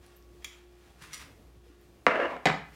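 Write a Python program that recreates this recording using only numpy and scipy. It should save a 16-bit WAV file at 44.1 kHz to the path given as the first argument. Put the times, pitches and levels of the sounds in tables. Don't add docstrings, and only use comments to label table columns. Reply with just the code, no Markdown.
import sys
import numpy as np
from scipy import signal
from scipy.fft import rfft, irfft
from scipy.io import wavfile
from scipy.ndimage import uniform_filter1d

SR = 44100
rng = np.random.default_rng(int(sys.argv[2]) if len(sys.argv) > 2 else 0)


def makeup_ratio(level_db):
    decades = np.asarray(level_db, float) / 20
    return 10 ** decades


def bounce(signal):
    frames = np.transpose(np.atleast_2d(signal))
    limited = np.clip(frames, -1, 1)
    pcm = np.round(limited * 32767).astype(np.int16)
    wavfile.write(sys.argv[1], SR, pcm)


N = 121275
T = np.arange(N) / SR


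def table(rows, at, log=False):
    r = np.array(rows, float)
    if log:
        return np.interp(np.log(at), np.log(r[:, 0]), r[:, 1])
    return np.interp(at, r[:, 0], r[:, 1], -130, -130)


def unit(x):
    return x / np.sqrt(np.mean(x ** 2))


def colour(x, tone):
    hz = np.maximum(np.arange(4097) * SR / 8192, 1)
    cep = irfft(np.log(makeup_ratio(table(tone, hz, log=True))))
    cep[1:4096] *= 2
    cep[4097:] = 0
    return signal.fftconvolve(x, irfft(np.exp(rfft(cep))))[:len(x)]


def ring(x, hz, t60_s):
    pole = np.exp(2j * np.pi * hz / SR - np.log(1000) / (max(t60_s, .002) * SR))
    return signal.lfilter([1], [1, -pole], x).imag


def ping(at_s, hz, t60_s):
    return ring(1. * (np.arange(N) == int(at_s * SR)), hz, t60_s)


def walk(rate_hz):
    k = int(SR / rate_hz)
    return unit(uniform_filter1d(uniform_filter1d(rng.standard_normal(N), k), k))


def grit(rate_hz, scatter_db):
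    chance, sign, size = rng.random((3, N))
    slips = (chance < rate_hz / SR) * np.sign(sign - .5)
    return unit(slips * makeup_ratio(-scatter_db * np.log(size + .02)))


def hits(rows, modes, crack, crack_db, crack_s, split=.02):
    out, t = np.zeros(N), T[:SR // 4]
    impulse = 1. * (t == 0)
    for s, db, top_hz in rows:
        snap = colour(rng.standard_normal(len(t)) * np.exp(-t / crack_s), crack)
        body = np.zeros(len(t))
        for k, (hz, gain_db, t60_s) in enumerate(modes):
            level, detune = rng.standard_normal(2)
            if hz >= 300:
                t60_s = min(t60_s, .07)
            for side in (-1, 1):
                mode = ring(impulse, hz * (1 + side * split * detune), t60_s)
                body += (-1) ** k * makeup_ratio(gain_db + 2 * level) * mode
        hit = body / abs(body).max() + makeup_ratio(crack_db) * snap / abs(snap).max()
        soft = signal.butter(2, min(top_hz, SR / 2.2), fs=SR, output="sos")
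        hit = signal.sosfilt(soft, hit)
        i = int(s * SR)
        out[i:i + len(t)] += makeup_ratio(db) * hit[:N - i]
    return out


def bend(x, delay_1khz_s):
    khz = np.fft.rfftfreq(N, 1000 / SR)
    phase = 4 * np.pi * 1000 * delay_1khz_s * (np.sqrt(khz + .02) - khz / 8)
    return irfft(rfft(x) * np.exp(-1j * phase), N)


# (frequency [Hz], t60 [s])
ROOM_T60 = [(100, 0.57), (400, 0.33), (1500, 0.47), (4000, 0.4), (8000, 0.32), (15000, 0.31)]


def room(x, wet_db):
    t, tail = T[:SR // 2], 0
    for hz in 60 * 2 ** np.arange(0, 8.2, .5):
        edges_hz = [hz / 2 ** .25, hz * 2 ** .25]
        sos = signal.butter(2, edges_hz, "band", fs=SR, output="sos")
        band = signal.sosfilt(sos, rng.standard_normal(len(t)))
        tail = tail + band * makeup_ratio(-60 * t / table(ROOM_T60, hz, log=True))
    build_up_s = 0.001
    tail = tail * (1 - np.exp(-t / build_up_s))
    return x + makeup_ratio(wet_db) * signal.fftconvolve(x, tail / np.sqrt(np.sum(tail ** 2)))[:N]


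# (frequency [Hz], level [dB])
KITCHEN_TONE = [(15, -19), (25, -10), (64, 0), (236, -9.5), (354, -6), (384, -20), (416, -10), (1400, -28),
                (16000, -38.5)]
# (frequency [Hz], level [dB])
FRIDGE_LINES = [(59.5, -60), (119, -89), (178, -76), (416, -73), (712, -80), (1122, -79)]
# (time [s], level [dB])
WHINE = [(0, -62), (.15, -62), (1.1, -63), (1.3, -74.5), (1.9, -64), (2.75, -87)]


def fridge():
    kitchen_db, whine_hz = -58, 354
    hiss = unit(colour(rng.standard_normal(N), KITCHEN_TONE))
    out = hiss * makeup_ratio(kitchen_db - 2.0 + 2.9 * walk(9.4))
    for hz, db in list(FRIDGE_LINES) + [(whine_hz, table(WHINE, T))]:
        cycles = hz * T + rng.random() + 0.039 * walk(1.2)
        out += makeup_ratio(db + 1.5 + 3.0 * walk(4.0)) * np.sin(2 * np.pi * cycles)
    return out


# (time [s], level [dB])
RUSTLE = [(0, -73.5), (.04, -64.5), (.13, -65), (.25, -73.5), (.4, -71.5), (.425, -65.5), (.56, -63.5),
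          (.65, -71), (.85, -65), (.98, -67.5), (1.4, -74), (1.63, -71), (1.66, -67.5), (1.8, -70.5),
          (2.0, -73), (2.66, -67.5), (2.7, -65.5), (2.75, -59)]
# (frequency [Hz], level [dB])
RUSTLE_TONE = [(300, -12.5), (700, -2), (1500, -3.5), (3300, -7), (6000, -12.5), (15000, -21)]


def rustle():
    return unit(colour(grit(6000, 2.5), RUSTLE_TONE)) * makeup_ratio(table(RUSTLE, T) + walk(30))


# (time [s], level [dB], frequency [Hz], t60 [s])
THUMPS = [
    (1.018, -45.5, 150, 0.067),
    (1.076, -60, 150, 0.28),
    (1.129, -66, 145, 0.075),
    (1.569, -49, 95, 0.11),
    (1.665, -55, 480, 0.068),
    (1.7, -50, 300, 0.09),
    (1.721, -61, 1160, .05),
]


def wrist_thumps():
    return sum(makeup_ratio(db) * ping(s, hz, t60_s) for s, db, hz, t60_s in THUMPS)


# (time [s], peak [dB], centre [Hz])
TICKS = [
    (0.064, -43.5, 9900),
    (0.0646, -50, 5000),
    (0.162, -49, 13100),
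    (0.166, -42, 12800),
    (.170, -44, 14000),
    (0.174, -51, 11800),
    (0.2254, -48, 5500),
    (.311, -62, 12000),
    (1.814, -51, 13100),
]


def sticky_ticks():
    return sum(makeup_ratio(db) * ping(s, hz, 3 / hz) for s, db, hz in TICKS)


# (time [s], peak [dB], brightest [Hz])
RIM_TAPS = [
    (.4234, -48.5, 3500),
    (.4446, -34.5, 15500),
    (.4456, -29.5, 11000),
    (.4525, -40.5, 6900),
    (.47, -55, 3900),
    (.53, -45.5, 6400),
]
# (frequency [Hz], level [dB], t60 [s])
PAN = [(1830, -8, .03), (2190, -4, 0.046), (2440, -2.5, 0.025), (3244, -3.5, 0.058), (3370, -8, 0.033),
       (6310, -9.5, 0.041), (7040, -2, 0.025), (8840, -17, 0.018)]
# (frequency [Hz], level [dB])
RIM_CRACK = [(500, -30), (1100, -7), (2240, -9), (3300, -4), (5100, -4), (7100, -6), (10000, -5.5),
             (14500, -7.5)]


def rim_clinks():
    return hits(RIM_TAPS, PAN, RIM_CRACK, crack_db=3.5, crack_s=0.0011, split=.04)


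# (time [s], level [dB])
SLIDE = [(.985, -64), (1.005, -62), (1.022, -50), (1.1, -62.5), (1.13, -51), (1.19, -57.5), (1.215, -48.5),
         (1.26, -66), (1.34, -78)]
# (frequency [Hz], level [dB])
SLIDE_TONE = [(500, -39), (1000, 1), (2100, 0), (4000, -7.5), (10000, -15.5), (11500, -18), (16000, -24)]


def knife_slide():
    return unit(colour(grit(3000, 3), SLIDE_TONE)) * makeup_ratio(table(SLIDE, T) + walk(40))


# (time [s], peak [dB], brightest [Hz])
LAY_TAPS = [
    (1.0068, -44, 2100),
    (1.0211, -42, 22000),
    (1.1265, -44, 17000),
    (1.1318, -29.5, 13000),
    (1.1365, -28.5, 17000),
    (1.143, -29.5, 28000),
    (1.15, -40, 20000),
    (1.1605, -31, 2500),
    (1.177, -38.5, 15000),
    (1.2094, -36, 2500),
]
# (frequency [Hz], level [dB], t60 [s])
BLADE = [(1250, -4, 0.047), (2077, 9, 0.035), (2980, -3, 0.036), (4780, 0, 0.06), (5820, 7, 0.045),
         (7100, 2, 0.063), (8110, 2.5, 0.07), (9450, 1.5, 0.07), (10750, 1.5, 0.07), (12500, -9, .07),
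         (13000, -4, 0.032), (14500, -1, .05)]
# (frequency [Hz], level [dB])
LAY_CRACK = [(600, -62), (1200, 3.5), (2100, -12), (3500, 4), (5840, 1), (10500, -4.5), (12500, -12),
             (16000, -12)]


def knife_laid():
    return hits(LAY_TAPS, BLADE, LAY_CRACK, crack_db=-5, crack_s=.004, split=.009)


# (time [s], peak [dB], brightest [Hz])
KNOCK = [
    (2.0659, -7, 5500),
    (2.0702, -13, 4000),
    (2.0742, -24, 3500),
    (2.0802, -21, 3500),
    (2.0845, -18, 2500),
    (2.366, -34, 5000),
]
# (frequency [Hz], level [dB], t60 [s])
DISH = [(186, -12.5, 0.038), (297, -6.5, 0.041), (540, 1, 0.022), (738, -18.5, 0.047), (989, -12.5, 0.039),
        (1287, -6, 0.014), (1410, -22, 0.03), (2090, -3.5, 0.015), (2970, -13, 0.018)]
# (frequency [Hz], level [dB])
KNOCK_CRACK = [(60, -44), (150, -24), (480, -7), (1400, 0), (2200, -6), (3400, -20), (8500, -34),
               (16000, -46)]


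def dish_knock():
    return bend(hits(KNOCK, DISH, KNOCK_CRACK, crack_db=4, crack_s=.00004), delay_1khz_s=.0016)


def sing(slips, peaks):
    out = 0
    for k, (hz, width_hz, db) in enumerate(peaks):
        mode = unit(ring(slips, hz, 2.2 / max(width_hz, 110)))
        out = out + (-1) ** k * makeup_ratio(db) * mode * np.sqrt(width_hz)
    return unit(out)


# (time [s], level [dB])
DRAG = [(2.075, -46), (2.095, -35), (2.14, -35), (2.165, -32), (2.2, -29.5), (2.27, -33), (2.31, -38),
        (2.39, -47), (2.45, -58)]
# (frequency [Hz], width [Hz], level [dB])
DRAG_RING = [(275, 49, -16), (480, 120, -3.5), (640, 185, -1.5), (740, 34, -25), (990, 26, 1),
             (1260, 77, 4.5), (1660, 30, 0.5), (2130, 74, -18), (2656, 92, -7.5), (3010, 660, -18.5)]
# (frequency [Hz], level [dB])
DRAG_TONE = [(60, -38), (140, -19), (300, -6), (563, -0.5), (896, -10.5), (2040, -11.5), (3200, -25),
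             (16000, -62.5)]
# (frequency [Hz], width [Hz], level [dB])
TILTED_RING = [(190, 44, -5), (290, 170, -6), (535, 290, -8.5), (746, 61, 1.5), (1100, 45, -1.5),
               (1750, 41, -22), (2170, 410, -14.5)]
# (time [s], extra level [dB])
JOLTS = [(2.107, -0.5), (2.118, 4.5), (2.137, -1.5), (2.16, 4), (2.187, -2.5), (2.201, 2.5), (2.227, -0.5),
         (2.255, 5.5), (2.283, 3.5), (2.311, 2), (2.344, 5), (2.395, 4.5)]


def dish_drag():
    tilts_at_s, tilting_s, jolt_s = 2.28, 0.0081, 0.0066
    slips = grit(2500, 2.5) * makeup_ratio(2.2 * walk(70))
    tilt = .5 + .5 * np.tanh((T - tilts_at_s) / tilting_s)
    flat_sound = unit(colour(slips, DRAG_TONE)) + makeup_ratio(-2) * sing(slips, DRAG_RING)
    tilted_sound = makeup_ratio(0.5) * sing(slips, TILTED_RING)
    catch_db = sum(db * np.exp(-((T - s) / jolt_s) ** 2) for s, db in JOLTS)
    level = makeup_ratio(table(DRAG, T) - 1.5 + catch_db)
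    return level * ((1 - tilt) * flat_sound + tilt * tilted_sound)


# (time [s], peak [dB], brightest [Hz])
DROP = [(2.4554, -13, 15000), (2.4592, -12, 15000), (2.4635, -28.5, 8000), (2.4695, -16, 8100),
        (2.4725, -19, 6060), (2.4795, -23.5, 5100), (2.4865, -25.5, 5000), (2.4945, -24, 2500),
        (2.4985, -18.5, 2500), (2.511, -30, 2530), (2.538, -31.5, 2500)]
# (frequency [Hz], level [dB], t60 [s])
WORKTOP = [(63.4, -26.5, 0.22), (150, -13.5, 0.12), (412, -6, 0.032), (599, -1, 0.028), (788, -1.5, 0.04),
           (1050, -4.5, 0.015), (1273, -6, 0.036), (1593, -13.5, 0.035), (2053, -1, 0.044),
           (2260, -12.5, 0.024), (7270, -3.5, 0.0018)]
# (frequency [Hz], level [dB])
DROP_CRACK = [(50, -48), (150, 0), (750, -1.5), (2300, -1.5), (3600, -12.5), (4900, -13), (7500, -30.5),
              (16000, -45)]


def dish_drop():
    return bend(hits(DROP, WORKTOP, DROP_CRACK, crack_db=4.5, crack_s=0.0035), delay_1khz_s=.001)


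def scene():
    pie = room(sticky_ticks() + wrist_thumps(), wet_db=-5.5)
    knife = room(rim_clinks() + knife_laid() + knife_slide() + rustle(), wet_db=-5.0)
    dish = room(dish_knock() + dish_drag() + dish_drop(), wet_db=-6.5)
    return (fridge() + pie + knife + dish)[None]


def low_pass(x):
    return signal.sosfilt(signal.butter(12, 16000, fs=SR, output="sos"), x)


def record(dry):
    headroom, low_hz, top_hz = 1.1, 45, 15900
    mix = headroom * np.tanh(dry / headroom)
    mix = signal.sosfilt(signal.butter(2, low_hz, "high", fs=SR, output="sos"), mix)
    mix = signal.sosfilt(signal.ellip(8, .2, 60, top_hz, fs=SR, output="sos"), mix)
    return low_pass(mix)


dry = scene()
out = record(dry)
bounce(out)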